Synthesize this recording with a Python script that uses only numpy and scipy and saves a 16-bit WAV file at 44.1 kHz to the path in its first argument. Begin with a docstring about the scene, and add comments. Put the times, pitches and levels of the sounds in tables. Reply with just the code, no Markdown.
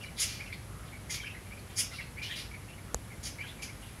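"""A peacock preens its feathers, which swish in short, uneven strokes as barbs slip past each other.
A small bird twitters faintly in gliding whistles, and the hard walls of the glass-roofed enclosure
reflect both sounds. One sharp tick and bump, a set of damped modes, comes close to the microphone.
A thin call sounds twice from afar; under it all lie outdoor rumble, a low hum and hiss."""
import sys
import numpy as np
from scipy import signal
from scipy.fft import rfft, irfft, next_fast_len
from scipy.io import wavfile
from scipy.ndimage import map_coordinates

SR = 44100
rng = np.random.default_rng(int(sys.argv[2]) if len(sys.argv) > 2 else 0)


def master(y):
    """Save y as 16-bit WAV."""
    cut = np.clip(np.atleast_2d(y).T, -1, 1)
    pcm = np.round(cut * 32767)  # scale
    wavfile.write(sys.argv[1], SR, pcm.astype(np.int16))


N = 176400

# Feather strokes: (start [s], rise [s], hold [s], decay time constant [s],
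# low band level [dB], middle band level [dB], top band level [dB], middle band centre [Hz])
STROKES = [(0.013, 0.013, .015, 0.023, -64, -56, -59, 5200),
           (0.156, 0.024, 0.0099, 0.036, -41, -39, -46, 4300),
           (0.169, 0.036, 0.03, 0.0073, -36, -31.5, -34, 6000),
           (0.256, 0.023, 0.0083, 0.069, -42, -42.5, -51, 5370),
           (0.515, 0.0073, 0.0092, 0.0097, -55, -47, -66, 3960),
           (0.85, 0.0088, .015, .05, -59, -61, -72, 3670),
           (1.084, 0.019, 0.022, .015, -41, -39, -44.5, 5900),
           (1.12, 0.021, 0.018, 0.0096, -39, -39.5, -46, 5350),
           (1.681, 0.013, 0.03, 0.09, -55, -74, -72, 3400),
           (1.749, 0.04, .016, 0.0047, -35, -29, -30, 5900),
           (1.909, 0.0094, 0.046, 0.042, -52, -49.5, -56, 4650),
           (2.209, 0.018, .03, .02, -45, -46, -70, 4800), (2.249, 0.032, 0.063, 0.053, -50, -44, -75, 3100),
           (2.346, 0.015, 0.031, 0.029, -45, -43.5, -50.5, 4760),
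           (3.222, 0.012, 0.012, 0.011, -47.5, -43, -47, 5600),
           (3.238, 0.022, 0.013, 0.0078, -41.5, -38, -41.5, 5660),
           (3.613, 0.011, 0.0063, 0.02, -44, -40.5, -45, 5600),
           (3.455, 0.017, 0.02, 0.023, -51, -52.5, -62, 3260),
           (3.794, 0.02, 0.031, 0.085, -55.5, -84, -58.5, 3140)]
# Low band of the friction noise: (frequency [Hz], relative level [dB])
FRICTION_LOW = [(500, -55), (1100, -18.5), (1500, -11.5), (1900, -11), (2250, -0.5), (2750, -2),
                (3500, -5.5), (3900, -9.5), (6000, -19)]
# Middle band of the friction noise: (frequency [multiple of the centre], relative level [dB])
FRICTION_MIDDLE = [(.45, -57), (.68, -19), (.79, -1), (.87, 1), (.97, -1), (1.1, 0), (1.19, -3), (1.3, -8),
                   (1.65, -24)]
# Top band of the friction noise: (frequency [Hz], relative level [dB])
FRICTION_TOP = [(6000, -27), (7600, -8), (8800, 2), (9800, 5.5), (10700, 7), (11400, -2), (13000, -6),
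                (15800, -44)]
# Whistles of the small bird: (start [s], duration [s], first pitch [Hz], last pitch [Hz], level [dB])
WHISTLES = [(.003, 0.032, 2770, 2910, -50), (.028, 0.025, 2820, 1996, -46), (0.052, 0.019, 4200, 4000, -58),
            (0.056, 0.023, 2950, 2750, -54), (0.08, 0.017, 2330, 2180, -51),
            (0.395, 0.026, 1980, 2570, -43.5), (0.437, 0.012, 2330, 2090, -47),
            (0.455, 0.035, 2770, 2490, -45), (0.499, 0.016, 2070, 2140, -50),
            (0.524, 0.0085, 2350, 2060, -40), (0.831, 0.015, 2300, 2110, -59),
            (0.916, 0.036, 2093, 2276, -53), (.945, .02, 2120, 2350, -50.5),
            (1.094, 0.014, 1920, 2320, -41.5), (1.197, 0.011, 2350, 2150, -43),
            (1.204, 0.053, 3230, 3070, -49), (1.231, 0.02, 1550, 1630, -51.5),
            (1.24, 0.016, 2010, 2510, -46.5), (1.26, 0.024, 2700, 2306, -38), (1.29, 0.03, 2520, 3020, -49),
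            (1.337, 0.038, 2125, 2065, -49), (1.461, 0.026, 2200, 2680, -58),
            (1.501, 0.045, 1990, 2790, -52), (1.567, 0.022, 2130, 2820, -54.5),
            (1.59, 0.011, 4200, 4530, -56), (1.913, 0.018, 2020, 2300, -50),
            (1.924, 0.046, 2816, 2680, -50), (1.925, 0.027, 1430, 1400, -54),
            (1.98, 0.033, 2340, 1994, -42), (2.003, 0.029, 2820, 2510, -45),
            (2.011, 0.036, 4200, 4240, -56), (2.16, 0.056, 1943, 2810, -46.5),
            (2.212, 0.024, 2165, 2566, -41.5), (2.23, .058, 2700, 3200, -43),
            (2.285, 0.056, 1800, 1915, -48), (2.305, 0.0285, 3350, 2920, -45),
            (2.511, 0.0097, 2200, 2270, -49.5), (2.535, 0.026, 2296, 2210, -47.5),
            (2.678, 0.037, 2820, 2390, -51.5), (2.722, 0.018, 2710, 2770, -54),
            (2.777, 0.016, 2160, 2240, -54.5), (3.098, 0.043, 2304, 2020, -53),
            (3.382, 0.023, 2286, 2080, -43), (3.4, .03, 2090, 2790, -41), (3.42, 0.045, 3000, 3220, -54),
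            (3.431, 0.03, 1693, 1630, -51.5), (3.456, 0.021, 2100, 2930, -50),
            (3.48, 0.0314, 3360, 3680, -54), (3.583, 0.035, 2320, 2190, -56),
            (3.62, 0.0194, 2660, 2303, -41), (3.678, 0.032, 2027, 2360, -50.5),
            (3.817, 0.036, 2780, 2940, -57)]
# Modes excited by the tick: (frequency [Hz], relative level [dB], time to decay by 60 dB [s])
IMPACT_MODES = [(56, -16.5, 0.1), (140, -31, .03), (500, -12.5, 0.014), (700, 5, 0.0041),
                (1050, -1, 0.0037), (1370, -9, 0.0043), (4640, -5, 0.0025), (6700, 3, 0.0023),
                (7200, -1, .0024), (11100, -9, 0.0028)]
# Response that colours the tick: (frequency [Hz], gain [dB])
IMPACT_RESPONSE = [(200, 7.5), (300, -9), (450, 2), (1700, -0.5), (2300, -2), (3000, -13), (4000, -3.5),
                   (11500, -2), (14000, -4)]
# Thin calls from afar: (start [s], duration [s], pitch [Hz], level [dB])
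DISTANT_CALLS = [(.66, 0.25, 1250, -58), (2.861, 0.085, 1305, -57)]
# Reverberation of the enclosure: (frequency [Hz], time to decay by 60 dB [s])
REVERBERATION_TIMES = [(300, 0.68), (2500, 0.31), (5500, 0.31), (10000, 0.2), (15000, 0.32)]
# Spectrum of the outdoor rumble: (frequency [Hz], relative level [dB])
RUMBLE_SPECTRUM = [(20, -66), (31, -53), (42, -4.5), (54, 2.5), (75, -3), (110, 0), (150, -5), (200, -8),
                   (300, -15.5), (600, -31), (1500, -44)]
# Spectrum of the hiss: (frequency [Hz], relative level [dB])
HISS_SPECTRUM = [(100, -4), (300, 2), (550, 1), (900, -2), (1300, -2.5), (2200, -4.5), (3300, -10),
                 (5000, -12), (8500, -13.5), (9800, -12), (10800, -6), (12000, -13), (13300, -19.5),
                 (15800, -17.5)]
# Treble roll-off of the microphone: (frequency [Hz], gain [dB])
MICROPHONE_RESPONSE = [(11500, 0), (13000, -3), (15700, -13)]

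SNAPS_PER_S, SNAP_POWER_SHARE, SWELL_EXPONENT, FLUTTER_DB = 2200, 0.48, 1.83, 1.5
JITTER_HZ, RASP_DEPTH, HOARSE_DB, OCTAVE_DB = 80.6, 0.17, -12, -20.5
TICK_START_S, TICK_GAIN_DB, TICK_RISE_CYCLES = 2.9453, -16.5, 0.94
RUMBLE_DB, HISS_DB, HUM_DB, HUM_HZ = -47.5, -52, -58, 100.05
BAND_LIMIT_HZ = 15750


def feather_swishes():
    """Friction: barbs slip past each other in dense, tiny snaps that merge into three bands of noise."""
    out, t = np.zeros(N), np.arange(SR // 2) / SR
    hz = np.fft.rfftfreq(len(t), 1 / SR)
    for start, rise, hold, decay, *levels, centre_hz in STROKES:
        swell = np.clip(t / rise, 0, 1) ** SWELL_EXPONENT
        envelope = swell * np.exp(-np.maximum(t - rise - hold, 0) / decay)
        middle = [(centre_hz * ratio, db) for ratio, db in FRICTION_MIDDLE]
        for db, spectrum in zip(levels, [FRICTION_LOW, middle, FRICTION_TOP]):
            snaps = unit_rms(rng.standard_normal(len(t)) * (rng.random(len(t)) < SNAPS_PER_S / SR))
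            noise = rng.standard_normal(len(t))
            friction = np.sqrt(SNAP_POWER_SHARE) * snaps + np.sqrt(1 - SNAP_POWER_SHARE) * noise
            band = irfft(rfft(friction) * amp(along(spectrum, hz)), len(t))
            add(out, start, amp(db) * envelope * unit_rms(band))
    return out * amp(FLUTTER_DB * wobble(130))


def bird_twitter():
    """Modulation: random sidebands make gliding whistles hoarse; each has a weak second harmonic."""
    out = np.zeros(N)
    jitter = JITTER_HZ * wobble(550)
    rasp = 1 + RASP_DEPTH * wobble(900)
    hoarseness = 1 + amp(HOARSE_DB) * (wobble(1600) + 1j * wobble(1600))  # varies amplitude and phase
    for start, duration, first_hz, last_hz, db in WHISTLES:
        progress = np.linspace(0, 1, int(duration * SR))
        span = np.arange(len(progress)) + round(start * SR)
        phase = phase_of(first_hz + (last_hz - first_hz) * progress + jitter[span])
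        tone = np.imag(hoarseness[span] * np.exp(1j * phase)) + amp(OCTAVE_DB) * np.sin(2 * phase)
        add(out, start, 2 * amp(db) * np.sin(np.pi * progress) * tone)
    return out * rasp


def close_tick():
    """Damped free vibration: the high modes die at once as a click, the low ones linger as a bump."""
    out, t = np.zeros(N), np.arange(SR // 4) / SR
    for hz, db, t60 in IMPACT_MODES:
        onset = 1 - np.exp(-t * hz / TICK_RISE_CYCLES)
        decay = 2 * amp(TICK_GAIN_DB + db - 60 * t / t60)
        add(out, TICK_START_S, onset * decay * np.sin(2 * np.pi * hz * t))
    return filtered(out, lambda hz: amp(along(IMPACT_RESPONSE, hz)))


def distant_calls():
    """Spectral broadening: distance blurs a thin call, its pitch wandering within a narrow band."""
    out, blur_hz = np.zeros(N), 130 * wobble(300)
    for start, duration, hz, db in DISTANT_CALLS:
        progress = np.linspace(0, 1, int(duration * SR))
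        phase = phase_of(hz + blur_hz[round(start * SR):][:len(progress)])
        envelope = np.sqrt(2 * np.abs(np.sin(np.pi * progress)))
        add(out, start, amp(db) * envelope * np.sin(phase))
    return out


def enclosure(direct, reflected_share):
    """Reverberation: dense wall reflections carry a share of the power; treble dies sooner than bass."""
    hz, t, noise = signal.stft(rng.standard_normal(SR // 2), SR, nperseg=256)
    decay = amp(-60 * t / along(REVERBERATION_TIMES, hz)[:, None])
    tail = signal.istft(noise * decay, SR, nperseg=256)[1]
    tail *= 1 + np.exp(-np.arange(len(tail)) / SR / 0.0094)  # stronger early reflections
    reflected = signal.fftconvolve(direct, tail / np.linalg.norm(tail))[:N]
    return np.sqrt(1 - reflected_share) * direct + np.sqrt(reflected_share) * reflected


def background():
    """Ambient noise: broadband rumble and hiss add to a low tone, each wavering slightly in level."""
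    rumble = amp(RUMBLE_DB + 0.4 * wobble(6.55)) * coloured_noise(RUMBLE_SPECTRUM)
    hiss = amp(HISS_DB + 0.23 * wobble(3.24)) * coloured_noise(HISS_SPECTRUM)
    hum_amplitude = np.sqrt(2) * amp(HUM_DB + 0.57 * wobble(4))
    hum = hum_amplitude * np.sin(phase_of(HUM_HZ + 1.3 * wobble(6)))
    return rumble + hiss + hum


def amp(db):
    """Amplitude ratio of a level in decibels."""
    return 10 ** (np.asarray(db) / 20)


def unit_rms(x):
    """Normalisation to an rms of 1."""
    return x / np.sqrt(np.mean(x ** 2) + 1e-20)


def along(points, hz):
    """Interpolation of (frequency [Hz], value) points on a logarithmic frequency axis."""
    frequencies, values = np.transpose(points)
    return np.interp(np.log(hz + 1), np.log(frequencies + 1), values)


def phase_of(hz):
    """Phase in radians, the time integral of angular frequency."""
    return 2 * np.pi * np.cumsum(hz) / SR


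def wobble(knots_per_s):
    """Smooth random fluctuation: a spline through Gaussian values."""
    position = np.arange(N) * knots_per_s / SR + 2
    return map_coordinates(rng.standard_normal(N // 8), [position], mode="wrap")


def filtered(x, response):
    """Linear filtering: the spectrum is multiplied by a frequency response."""
    size = next_fast_len(N + SR // 2)
    return irfft(rfft(x, size) * response(np.fft.rfftfreq(size, 1 / SR)), size)[:N]


def coloured_noise(spectrum):
    """Spectral shaping of white noise, at an rms of 1."""
    return unit_rms(filtered(rng.standard_normal(N), lambda hz: amp(along(spectrum, hz))))


def add(track, start_s, sound):
    """Superposition of a sound on the track from a given time."""
    part = track[max(round(start_s * SR), 0):][:len(sound)]
    part += sound[:len(part)]


def scene():
    """Superposition: reverberant feathers and twitter add to the tick, far calls and background."""
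    ambience = background()
    feathers = enclosure(feather_swishes(), reflected_share=0.87)
    twitter = enclosure(bird_twitter(), reflected_share=0.4)
    return (feathers + twitter + close_tick() + distant_calls() + ambience)[None]


def record(dry):
    """Low-pass filtering: the microphone softens the top treble; nothing passes above the band limit."""
    return filtered(dry[0], lambda hz: amp(along(MICROPHONE_RESPONSE, hz)) * (hz < BAND_LIMIT_HZ))[None]


dry = scene()
out = record(dry)
master(out)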